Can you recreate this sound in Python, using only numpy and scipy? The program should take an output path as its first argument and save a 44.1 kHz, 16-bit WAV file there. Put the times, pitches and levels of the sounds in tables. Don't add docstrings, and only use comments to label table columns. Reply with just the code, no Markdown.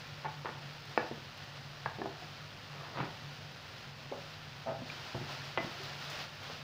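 import sys
import numpy as np
from scipy import signal
from scipy.fft import rfft, irfft, next_fast_len
from scipy.io import wavfile
from scipy.ndimage import uniform_filter1d

SR = 44100
rng = np.random.default_rng(int(sys.argv[2]) if len(sys.argv) > 2 else 0)


def transcribe(signal):
    frames = np.atleast_2d(signal).T
    limited = np.clip(frames, -1, 1)
    pcm = np.round(limited * 32767).astype(np.int16)
    wavfile.write(sys.argv[1], SR, pcm)


N = 292363
TIME = np.arange(N) / SR


def from_db(db):
    return 10 ** (np.asarray(db) / 20)


def rms_one(x):
    return x / np.sqrt(np.mean(x ** 2) + 1e-20)


def at_hz(points, hz):
    freqs, values = np.transpose(points)
    return np.interp(np.log(np.maximum(hz, 1)), np.log(freqs), values)


def colour(x, spectrum):
    size = next_fast_len(N + SR // 10)
    gain = from_db(at_hz(spectrum, np.fft.rfftfreq(size, 1 / SR)))
    return irfft(rfft(x, size) * gain, size)[:N]


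def cut(x, hz, kind, order=2):
    return signal.sosfilt(signal.butter(order, hz, kind, fs=SR, output="sos"), x)


def resonate(x, modes):
    out = 0
    for hz, width_hz, db in modes:
        r = np.exp(-np.pi * width_hz / SR)
        poles = [1, -2 * r * np.cos(2 * np.pi * hz / SR), r * r]
        mode = signal.lfilter([1, 0, -1], poles, x + 1e-18)
        out = out + from_db(db) * (1 - r * r) / 2 * mode
    return out


def grains(per_s, spread_db):
    sizes = from_db(spread_db * np.minimum(rng.exponential(1, N), 5))
    signs = rng.choice([-1, 1], N)
    return rms_one(sizes * signs * (rng.random(N) < per_s / SR))


def swell(start_s, length_s, attack_s, release_t60_s):
    t = TIME - start_s
    return np.clip(t / attack_s, 0, 1) * from_db(-60 * np.maximum(t - length_s, 0) / release_t60_s)


# (frequency [Hz], density [dB per Hz])
RUMBLE_COLOUR = [(22, -16), (44, -15.5), (63, -14), (84, -4), (118, -0.5), (165, -4), (198, -8.5),
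                 (252, -9.5), (305, -19.5), (520, -15), (1100, -48)]


def appliance(mains_hz, mains_db, drone_hz, drone_width_hz, drone_db, rumble_db):
    mains = rms_one(np.sin(2 * np.pi * mains_hz * TIME))
    drone_band_hz = [drone_hz - drone_width_hz / 2, drone_hz + drone_width_hz / 2]
    drone = rms_one(cut(rng.standard_normal(N + SR), drone_band_hz, "band")[SR:])
    rumble = rms_one(colour(rng.standard_normal(N), RUMBLE_COLOUR))
    return from_db(mains_db) * mains + from_db(drone_db) * drone + from_db(rumble_db) * rumble


# (start [s], length [s], rustle of the cubes [dB], flare of the sizzle [dB])
STIR_STROKES = [(4.82, 0.42, -67, -44.5), (5.247, 0.073, -58.5, -40), (5.385, .18, -71, -45),
                (5.57, .36, -70, -41.5), (5.966, .25, -73, -40), (6.376, 0.17, -69, -44)]
SIMMER_DB, FLARE_ATTACK_S, FLARE_T60_S = -45, 0.06, 0.78
WAVER_DB, WAVERS_PER_S = 0.76, 14


def frying():
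    flare_power = 0
    for start_s, length_s, _, flare_db in STIR_STROKES:
        flare = from_db(flare_db) * swell(start_s, length_s, FLARE_ATTACK_S, FLARE_T60_S)
        flare_power = flare_power + flare ** 2
    waver = np.interp(TIME * WAVERS_PER_S, np.arange(SR), rng.standard_normal(SR))
    return np.sqrt(from_db(SIMMER_DB) ** 2 + flare_power) * from_db(WAVER_DB * waver)


# (frequency [Hz], density [dB per Hz])
BUBBLE_COLOUR = [(160, -19), (310, -6.5), (440, -7), (570, -2.5), (740, -1), (940, -3.5), (1180, -3.5),
                 (1390, -1), (1600, -3), (1810, -2.5), (2100, -5), (2740, -3.5), (3350, -5), (4700, -6.5),
                 (9000, -6), (15000, -5)]


def sizzle(bubbles_per_s, spread_db, spits_per_s, spit_db, brightening):
    heat = frying()
    vigour = rms_one(heat)
    bursts = grains(bubbles_per_s * vigour, spread_db) / np.sqrt(vigour)
    spits = from_db(spit_db) * cut(grains(spits_per_s * vigour, spread_db=6), 8500, "high", order=3)
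    fizz = rms_one(colour(bursts + spits, BUBBLE_COLOUR))
    fine = colour(fizz, [(1800, -62), (3400, 3), (6500, 4), (9000, -22)])
    return heat * (fizz - fine + fine * vigour ** brightening)


# (time [s], level [dB], t60 [s])
WATER_DROPS = [(.077, -36, 0.0065), (1.377, -37, .007), (4.255, -34, .007), (4.885, -42, .1),
               (6.051, -29, .007), (6.099, -29, 0.14)]


def drops(pops_per_s, spread_db):
    puffs = 0
    for start_s, db, t60_s in WATER_DROPS:
        decay = from_db(-60 * np.maximum(TIME - start_s, 0) / t60_s)
        puffs = puffs + from_db(db) * (TIME >= start_s) * decay
    return cut(puffs * grains(pops_per_s, spread_db), 6500, "high", order=3)


def contact(body, contact_hz, rattle_db, rattle_t60_s):
    t = TIME[:SR // 3]
    rattle = from_db(rattle_db - 60 * t / rattle_t60_s) * rng.standard_normal(len(t))
    return rms_one(cut(resonate((t == 0) + rattle, body), contact_hz, "low", order=6))


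ORDINARY_DB, SETTLE_S, FIRMNESS = -34, 0.0072, 0.6
LOW_CUT_SHARE = 0.5


def blows(rows, body, rattle_db, touch_t60_s, settle_t60_s, ring_t60_s):
    out, t = np.zeros(N + SR), TIME[:SR // 3]
    for start_s, db, settle_db, contact_hz, pitch_hz, ring_db in rows:
        looseness = from_db(FIRMNESS * (ORDINARY_DB - db))
        touch = contact(body, contact_hz, rattle_db, touch_t60_s * looseness)
        settle = contact(body, contact_hz, rattle_db, settle_t60_s * looseness)
        settle = np.pad(settle, (round(SETTLE_S * looseness * SR), 0))[:len(t)]
        low_cut_hz = LOW_CUT_SHARE * pitch_hz
        thud = cut(touch + from_db(settle_db) * settle, low_cut_hz, "high", order=3)
        tone = np.sin(2 * np.pi * pitch_hz * t) * from_db(-60 * t / ring_t60_s)
        ring = cut(tone, low_cut_hz, "high")
        blow = rms_one(thud) + from_db(ring_db) * rms_one(ring)
        blow = blow / np.linalg.norm(blow) * np.sqrt(SR / 100)
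        start = round(start_s * SR)
        out[start:start + len(t)] += from_db(db) * blow
    return out[:N]


# (time [s], level [dB], settling re first touch [dB],
# contact cut-off [Hz], pitch of the struck spot [Hz], ring re thud [dB])
CRUET_KNOCKS = [(.2470, -38.5, 0, 2080, 865, 8), (.2525, -37.5, 0, 2490, 1080, -13),
                (.2580, -37.5, -23, 1880, 855, -1.5), (.4484, -41.5, -16, 1700, 515, 1),
                (.4574, -35.5, -1, 2900, 920, -19), (.4908, -42, -15, 1900, 450, -12),
                (.9766, -23.5, -15, 3070, 501, -11.5), (1.1124, -36.5, -6, 690, 312, -8),
                (1.8594, -32, -15, 1980, 1130, -16), (1.9858, -38.5, 3, 720, 197, -7),
                (2.0170, -37.5, -16, 1300, 320, -10), (2.0280, -40.5, -8, 700, 400, 3),
                (2.0450, -43, -8, 700, 387, 1), (2.0578, -39.5, -15, 1410, 504, -15),
                (2.0680, -42.5, -2, 800, 236, -9), (2.2214, -47, -22, 934, 720, 3),
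                (2.9860, -39, 2, 1880, 240, -7), (3.0026, -34.5, -9, 3360, 327, -9),
                (3.0248, -38.5, 6, 1110, 167, 2), (3.0300, -42, -3, 2800, 302, -3)]
# (frequency [Hz], width [Hz], gain [dB])
WORKTOP_MODES = [(127, 28, 18), (220, 43, 11), (340, 49, 14), (442, 140, 4.5), (670, 240, 6.5),
                 (850, 130, 6), (1080, 100, -12), (1444, 55, 4.5), (1730, 86, 2.5), (1850, 52, -16),
                 (2270, 90, -6), (2560, 67, -6), (4000, 580, 1)]


def cruet_knocks():
    return blows(CRUET_KNOCKS, WORKTOP_MODES, rattle_db=-24.0,
                 touch_t60_s=0.042, settle_t60_s=0.12, ring_t60_s=0.077)


def rings(rows):
    out, t = np.zeros(N + SR), TIME[:SR // 2]
    for start_s, hz, db, t60_s in rows:
        start = round(start_s * SR)
        out[start:start + len(t)] += from_db(db - 60 * t / t60_s) * np.sin(2 * np.pi * hz * t)
    return cut(out[:N], 85, "high", order=3)


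# (time [s], pitch [Hz], peak [dB], t60 [s])
KNOCK_TONES = [(.258, 863, -42, 0.3), (.4574, 1290, -35, .035), (.977, 1700, -36.5, 0.21),
               (.977, 4970, -41, 0.039), (1.860, 1634, -28, 0.034), (1.860, 740, -33, 0.037),
               (2.017, 1730, -38, 0.044), (2.017, 717, -34, .04), (2.022, 405, -42, 0.14),
               (2.058, 707, -35, 0.064)]


def knock_tones():
    return rings(KNOCK_TONES)


# (time [s], pitch [Hz], peak [dB], t60 [s])
PANEL_BOOMS = [(1.1124, 134, -37.5, .06), (1.860, 140, -34, 0.065), (2.017, 134, -37, 0.066),
               (3.003, 150, -29, 0.11)]


def panel_booms():
    return rings(PANEL_BOOMS)


def rub(pressure, body, slips_per_s, spread_db, soft_hz):
    slips = resonate(grains(slips_per_s, spread_db), body)
    return pressure * rms_one(cut(slips, soft_hz, "low"))


# (time [s], level [dB])
SLIDE_FORCE = [(2.6, -81), (2.75, -52.5), (2.85, -50), (2.93, -53.5), (2.965, -45), (2.99, -40.5),
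               (3.035, -43.5), (3.07, -50), (3.2, -83)]
# (frequency [Hz], width [Hz], gain [dB])
STAND_MODES = [(268, 420, 3), (636, 350, 4.5), (980, 240, 6.5), (1260, 180, -9), (1740, 230, -11),
               (2510, 480, -28), (3600, 820, -34)]


def stand_slide():
    force = from_db(np.interp(TIME, *np.transpose(SLIDE_FORCE)))
    return rub(force, STAND_MODES, slips_per_s=4600, spread_db=4.0, soft_hz=3550)


# (time [s], level [dB], settling re first touch [dB],
# contact cut-off [Hz], pitch of the struck spot [Hz], ring re thud [dB])
SPOON_TAPS = [(4.1160, -39.5, -2, 700, 406, 10), (4.1232, -35.5, 0, 1350, 559, 2),
              (4.7895, -42.5, -6, 450, 147, 0), (4.8185, -41, -11, 850, 252, 2),
              (5.1458, -36.5, -10, 850, 179, -22), (5.1503, -35.5, -1, 850, 120, -1.5),
              (5.2134, -39, 1, 503, 150, 1), (5.2905, -45, -10, 1710, 1010, -2),
              (5.5749, -29, -13, 3280, 344, -2), (5.5805, -34, -19, 3000, 700, -5),
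              (5.6020, -40.5, -6, 900, 337, 0), (5.6290, -42, -12, 900, 146, 4),
              (5.6440, -39, -9, 810, 210, -7), (6.4975, -44.5, -8, 1850, 473, -8)]
# (frequency [Hz], width [Hz], gain [dB])
PAN_MODES = [(125, 113, 8.5), (252.5, 13, 13), (349.4, 20, 9), (403, 81, -9), (530, 170, 1.5),
             (700, 150, 4.5), (1010, 400, -4.5), (1310, 56, -5), (1840, 160, 4.5), (2340, 120, 0),
             (2700, 89, -23), (3360, 210, -28)]


def spoon_taps():
    return blows(SPOON_TAPS, PAN_MODES, rattle_db=-11.5,
                 touch_t60_s=0.015, settle_t60_s=0.16, ring_t60_s=0.087)


def presses(strokes, attack_s, release_t60_s):
    return sum(from_db(db) * swell(start_s, length_s, attack_s, release_t60_s)
               for start_s, length_s, db in strokes)


# (start [s], length [s], level [dB])
SPOON_SCRAPE = [(4.661, 0.051, -43)]
# (frequency [Hz], width [Hz], gain [dB])
SPOON_MODES = [(250, 55, 4), (420, 90, -3), (564, 60, 2), (810, 90, 5), (1230, 120, -5)]


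def spoon_scrape():
    pressure = presses(SPOON_SCRAPE, attack_s=0.0055, release_t60_s=0.12)
    return rub(pressure, SPOON_MODES, slips_per_s=2600, spread_db=1.0, soft_hz=1500)


# (time [s], pitch [Hz], peak of a slip [dB])
JUDDER_COURSE = [(4.662, 667, -35), (4.673, 705, -28.5), (4.70, 663, -31), (4.722, 585, -33),
                 (4.732, 750, -43), (4.752, 800, -36), (4.768, 750, -52)]


def spoon_judder(slip_gap_s, unevenness, ring_t60_s, octave_db):
    course_s, course_hz, course_db = np.transpose(JUDDER_COURSE)
    gaps_s = slip_gap_s * (1 + unevenness * rng.uniform(-1, 1, size=20))
    slip_times_s = course_s[0] + np.cumsum(gaps_s) - gaps_s[0]
    notes, octaves = [], []
    for t in slip_times_s[slip_times_s < course_s[-1]]:
        hz, db = np.interp(t, course_s, course_hz), np.interp(t, course_s, course_db)
        notes.append((t, hz, db, ring_t60_s))
        octaves.append((t, 2 * hz, db + octave_db, ring_t60_s / 2))
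    return rings(notes) + rings(octaves)


def cube_rustle():
    strokes = [(start_s, length_s, db) for start_s, length_s, db, _ in STIR_STROKES]
    pressure = presses(strokes, attack_s=0.017, release_t60_s=0.54)
    return rub(pressure, PAN_MODES, slips_per_s=1100, spread_db=3.0, soft_hz=2010)


# (time [s], pitch [Hz], peak [dB], t60 [s])
PAN_RINGS = [(5.149, 673, -40, .12), (5.8, 390, -46, 0.23), (5.576, 2018, -32.5, 0.2),
             (4.9, 2400, -32, .025), (5.578, 660, -29.5, 0.12), (5.576, 330, -37, 0.17)]


def pan_rings():
    return rings(PAN_RINGS)


# (frequency [Hz], t60 [s])
KITCHEN_T60 = [(110, 0.49), (520, 0.41), (1650, 0.43), (4800, 0.04)]


def kitchen(x, gap_s):
    t, response = TIME[:SR * 2 // 3], 0
    edges_hz = 60 * 2. ** np.arange(9)
    for low_hz, high_hz in zip(edges_hz, edges_hz[1:]):
        band = cut(rng.standard_normal(len(t)), [low_hz, high_hz], "band")
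        t60_s = at_hz(KITCHEN_T60, np.sqrt(low_hz * high_hz))
        response = response + band * np.exp(-np.log(1000) * t / t60_s)
    response = response * (1 - np.exp(-(t / gap_s) ** 2))
    spectrum = rfft(response, SR)
    power = uniform_filter1d(np.abs(spectrum) ** 2, size=90)
    response = irfft(spectrum / np.sqrt(power + 1e-9), SR)[:len(t)]
    return signal.fftconvolve(x, response)[:N]


def scene():
    hum = appliance(mains_hz=100, mains_db=-63, drone_hz=144.7, drone_width_hz=12,
                    drone_db=-54, rumble_db=-56.5)
    oil = sizzle(bubbles_per_s=11000, spread_db=2.0, spits_per_s=72, spit_db=-15, brightening=0.095)
    oil = oil + drops(pops_per_s=5500, spread_db=4.5)
    worktop = cruet_knocks() + knock_tones() + panel_booms() + stand_slide()
    judder = spoon_judder(slip_gap_s=0.0083, unevenness=0.12, ring_t60_s=0.036, octave_db=-19)
    spoon = spoon_taps() + spoon_scrape() + judder + cube_rustle()
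    room = kitchen(from_db(-6.5) * worktop + from_db(-6.0) * spoon, gap_s=0.013)
    return (hum + oil + worktop + spoon + pan_rings() + room)[None]


# (frequency [Hz], gain [dB])
MICROPHONE_COLOUR = [(4900, 0), (5600, -5.5), (6500, -12), (7300, -18), (8200, -23.5), (10000, -26),
                     (11800, -26.5), (13800, -30), (14650, -18.5), (15400, -21)]
CUTOFF_HZ = 15550


def record(dry):
    low_pass = signal.ellip(12, 0.1, 80, CUTOFF_HZ, fs=SR, output="sos")
    return signal.sosfilt(low_pass, colour(dry[0], MICROPHONE_COLOUR))[None]


dry = scene()
out = record(dry)
transcribe(out)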